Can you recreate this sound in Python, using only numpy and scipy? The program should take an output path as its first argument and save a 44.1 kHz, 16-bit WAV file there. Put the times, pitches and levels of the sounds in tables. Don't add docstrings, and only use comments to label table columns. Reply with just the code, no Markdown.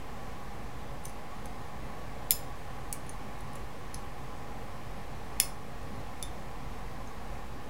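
import sys
import numpy as np
from scipy import signal
from scipy.io import wavfile
from scipy.ndimage import uniform_filter1d

SR = 44100
rng = np.random.default_rng(int(sys.argv[2]) if len(sys.argv) > 2 else 0)


def unload_audio(sound):
    columns = np.transpose(np.atleast_2d(sound))
    steps = np.round(np.clip(columns, -1, 1) * 32767)
    wavfile.write(sys.argv[1], SR, steps.astype(np.int16))


def magnitude_from_level(level_db):
    exponent = np.asarray(level_db, float) / 20
    return 10 ** exponent


N = 339248

# frequency in Hz, width in Hz,
# level in the snap in dB, level of the ring-on under the snap in dB.
FREE = [(2174, 91, -18, -43.5), (2700, 640, -15.5, -48), (3420, 300, -14, -47), (4400, 600, -13, -46),
        (5190, 220, -7.5, -38), (6260, 200, -13, -64.5), (7200, 380, -8.5, -54), (8700, 340, -8, -60),
        (10020, 430, 0.5, -46), (12660, 220, -6, -50), (13500, 350, -17, -60), (14400, 380, -19, -56),
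        (15620, 300, -30, -41)]
REBOUND = [(3260, 1100, -8, -50), (5220, 260, -6, -32), (6800, 210, -3, -38), (8450, 450, -8, -50),
           (10500, 700, -6, -38), (12300, 350, 0, -45)]
HELD = [(2280, 720, -22.5, -30), (4400, 300, -17, -50), (5130, 270, -17.5, -50), (6050, 220, -12, -50),
        (6660, 180, -12.5, -50), (8250, 340, -5.5, -36), (9200, 600, -4, -50), (10150, 230, -5, -42),
        (11060, 440, -5, -50), (12500, 330, -22, -55), (13700, 350, -15, -55), (14600, 450, -6, -40),
        (15800, 400, -16, -50)]
SLANT = [(2230, 390, -11, -35), (3580, 240, -8, -18), (4380, 220, -6, -45), (5300, 220, -3.5, -37),
         (6100, 290, -1, -47), (7200, 300, -2, -36), (8500, 190, -6, -50), (10400, 340, 7, -36),
         (13700, 550, -6, -40)]
FLICK = [(2050, 190, -23.5, -57), (3470, 320, -12.5, -56), (4050, 280, -12.5, -60), (5040, 340, -17.5, -46),
         (7200, 150, -8, -55), (9730, 380, -2.5, -47), (11300, 480, -10, -58), (12600, 320, -1, -42),
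         (14130, 350, -10, -55), (15660, 500, -4.5, -44)]


def snaps(beat_hz=55.4, treble_loss=0.2, twin=0.79):
    # start in seconds, peak in dB, modes of the grip, broad crack in dB, ring-on t60 in seconds.
    strong_slips = [
        (2.3073, -3, FLICK, -9, .36),
        (2.3177, -13.5, REBOUND, -4.5, 0.097),
        (2.3215, -20, REBOUND, -1, .18),
        (2.9269, -17.5, HELD, -7, 0.11),
        (5.4006, -2.5, FREE, -1, 0.23),
        (6.2262, -21.5, SLANT, -7, .16),
    ]
    quickest_ms, slower_ms_per_db = 0.092, 0.04
    out = np.zeros(N)
    t = np.arange(12000)[:, None] / SR
    for start, peak_db, grip, crack_db, t60 in strong_slips:
        hz, width, mode_db, arm_db = np.transpose(grip)
        rise_ms = quickest_ms + slower_ms_per_db * abs(crack_db)
        body = rings(hz, width, mode_db, rise_ms, size=1500)
        add(body, rise_ms / 1000, magnitude_from_level(crack_db) * crack())
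        force = slip(2.1, size=300)
        add(out, start, magnitude_from_level(peak_db) * peaked(np.convolve(force, body)))

        apart_hz = beat_hz * np.sqrt(hz / 5000)
        arm = np.sin(2 * np.pi * hz * t)
        other_arm = -twin * np.sin(2 * np.pi * (hz - apart_hz) * t)
        spring = 0.35 * twin * np.sin(2 * np.pi * (hz + 1.7 * apart_hz) * t)
        fade_db = -60 * t / t60 * (hz / 5000) ** treble_loss
        ring_on = magnitude_from_level(peak_db + arm_db + fade_db) * (arm + other_arm + spring)
        fade_in = np.minimum(t[:, 0] / 0.0018, 1)
        add(out, start, ring_on.sum(axis=1) * fade_in)
    return out


def ticks(width=300.0, rise_ms=.25, spring_db=4.0, crack_db=9.5):
    # start in seconds, peak in dB, tip ring in Hz, spring and crack in dB.
    touches = [(1.04, -44, 9250, -14), (1.0499, -38, 9200, -8), (1.054, -28, 9200, 0),
               (1.0558, -32, 6150, -11), (1.068, -42, 11000, -8), (1.082, -41, 10000, -8),
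               (1.0955, -39, 11000, -2), (1.0553, -35, 13500, -3), (1.457, -37, 11000, -2),
               (1.4575, -40, 6250, -8), (2.3, -38, 9200, 1), (3.066, -46, 9600, -14),
               (3.0695, -48, 9500, -8), (3.0937, -32, 9500, -12), (3.094, -38, 6300, -16),
               (3.107, -48, 6400, -3), (3.39, -48, 8000, -1), (3.4072, -40.5, 10600, -7),
               (3.533, -42, 9900, -6), (3.555, -35.5, 9900, -3), (3.5575, -40, 7500, -4),
               (3.565, -50, 7460, -16), (3.9434, -28.5, 10600, -11), (3.9449, -35, 6200, -17),
               (3.9443, -34.5, 5300, -13), (3.945, -40, 4300, -10), (5.3985, -31, 7140, 0),
               (5.83, -47, 9000, -2), (7.074, -43, 6400, -18)]
    out = np.zeros(N)
    hz, spring_width, mode_db, _ = np.transpose(HELD)
    spring = rings(hz, spring_width, mode_db, rise_ms, size=600)
    for start, peak_db, tip_hz, broad_db in touches:
        tip = rings(np.array([tip_hz]), width, 0, rise_ms, size=600)
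        body = tip + magnitude_from_level(broad_db + spring_db) * spring
        add(body, rise_ms / 1000, magnitude_from_level(broad_db + crack_db) * crack())
        force = slip(0.89, size=200)
        add(out, start, magnitude_from_level(peak_db) * peaked(np.convolve(force, body)))
    return out


def slip(fade_ms, size):
    ms = np.arange(size) / SR * 1000
    force = 0.019 * rng.standard_normal(size) * np.exp(-ms / fade_ms)
    force[0] = 1
    return force


def rings(hz, width, db, rise_ms, size):
    t = np.arange(size)[:, None] / SR
    decay = np.exp(-np.pi * width * t)
    modes = magnitude_from_level(db) * width * decay * np.sin(2 * np.pi * hz * t)
    build_up = (1 - np.exp(-1000 * t[:, 0] / rise_ms)) ** 2
    return peaked(modes.sum(axis=1) * build_up)


def crack():
    # frequency in Hz, level in dB.
    spectrum = [(900, -48), (1600, -8), (2200, 0.5), (3500, -1), (8000, -3), (14500, -0.5), (17000, -21)]
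    hz = abs(np.fft.fftfreq(1024, 1 / SR))
    log_gain = np.log(magnitude_from_level(read(spectrum, hz)))
    response = np.exp(np.conj(signal.hilbert(log_gain)))
    return peaked(np.fft.ifft(response).real[:256])


def room(x, early_db=4., early_t60=0.041):
    # frequency in Hz, t60 in seconds.
    decay_times = [(1500, 0.19), (3000, 0.26), (6000, 0.3), (10000, 0.23), (16000, 0.15)]
    size = SR // 2
    taps = np.zeros(size)
    at = np.arange(90, size - 12, 12)
    taps[at + rng.integers(0, 12, len(at))] = rng.choice([-1., 1.], len(at))
    hz, t, bands = signal.stft(taps, SR, nperseg=128)
    late = magnitude_from_level(-60 * t / read(decay_times, hz)[:, None])
    early = magnitude_from_level(early_db - 60 * t / early_t60)
    tail = signal.istft(bands * (late + early), SR, nperseg=128)[1]
    return signal.fftconvolve(x, tail / np.linalg.norm(tail))[:N]


def hum(patchy_db=0.69, swell_db=0.25):
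    # frequency in Hz, level in dB per Hz.
    air = [(25, -50), (39, -3), (95, -11.5), (350, -16.5), (1200, -20), (1400, -25), (4280, -34),
           (16000, -45.5)]
    # frequency in Hz, width in Hz, lift above the air
    # noise in dB.
    resonances = [(44, 29, 6), (71.6, 10.4, 0.5), (125.9, 22.7, 10.5), (148, 8.6, 3.5), (206.4, 24, 5),
                  (254, 58, 4),
                  (471.4, 50, 5.5), (557, 17.5, 6.5), (624, 23, 2.5), (726, 20.6, 9.5), (775.4, 14, 7.5),
               (818, 21.6, 8.5), (835, 30, 5.5), (1023, 33, 8.5), (1102.5, 13, 8), (1128.6, 18, 9),
               (1786, 136, 3.5), (2120, 960, 4)]
    frames = N // 1024 + 5
    hz = np.fft.rfftfreq(4096, 1 / SR)
    real, imag, patches = rng.standard_normal((frames, 2049, 3)).T
    patches = uniform_filter1d(patches, size=30, axis=0)
    patches = uniform_filter1d(patches, size=4, axis=1)
    swell = uniform_filter1d(rng.standard_normal(frames), size=8)

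    lift_db = sum(db / (1 + (2 * (hz - f) / w) ** 2) for f, w, db in resonances)
    level_db = (read(air, hz) + lift_db)[:, None]
    level_db = level_db + patchy_db * patches / patches.std() + swell_db * swell / swell.std()
    noise = signal.istft((real + 1j * imag) * magnitude_from_level(level_db), nperseg=4096, noverlap=3072)[1][:N]
    return magnitude_from_level(-42.5) * noise / noise.std()


def read(points, hz):
    f, value = np.transpose(points)
    return np.interp(np.log(hz + 1), np.log(f + 1), value)


def add(mix, start, sound):
    part = mix[round(start * SR):][:len(sound)]
    part += sound[:len(part)]


def peaked(x):
    return x / np.max(abs(x))


def scene():
    strong = snaps()
    faint = ticks()
    echo = room(magnitude_from_level(-7) * strong + magnitude_from_level(-6) * faint)
    return (strong + faint + echo + hum())[None]


def roll_off(x):
    return signal.sosfilt(signal.butter(12, 16970, fs=SR, output="sos"), x)


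def record(dry):
    low_pass = signal.firwin(767, 15880, window=("kaiser", 7), fs=SR)
    limited = signal.oaconvolve(dry, low_pass[None], "same")
    return roll_off(limited + 0.0142)


dry = scene()
out = record(dry)
unload_audio(out)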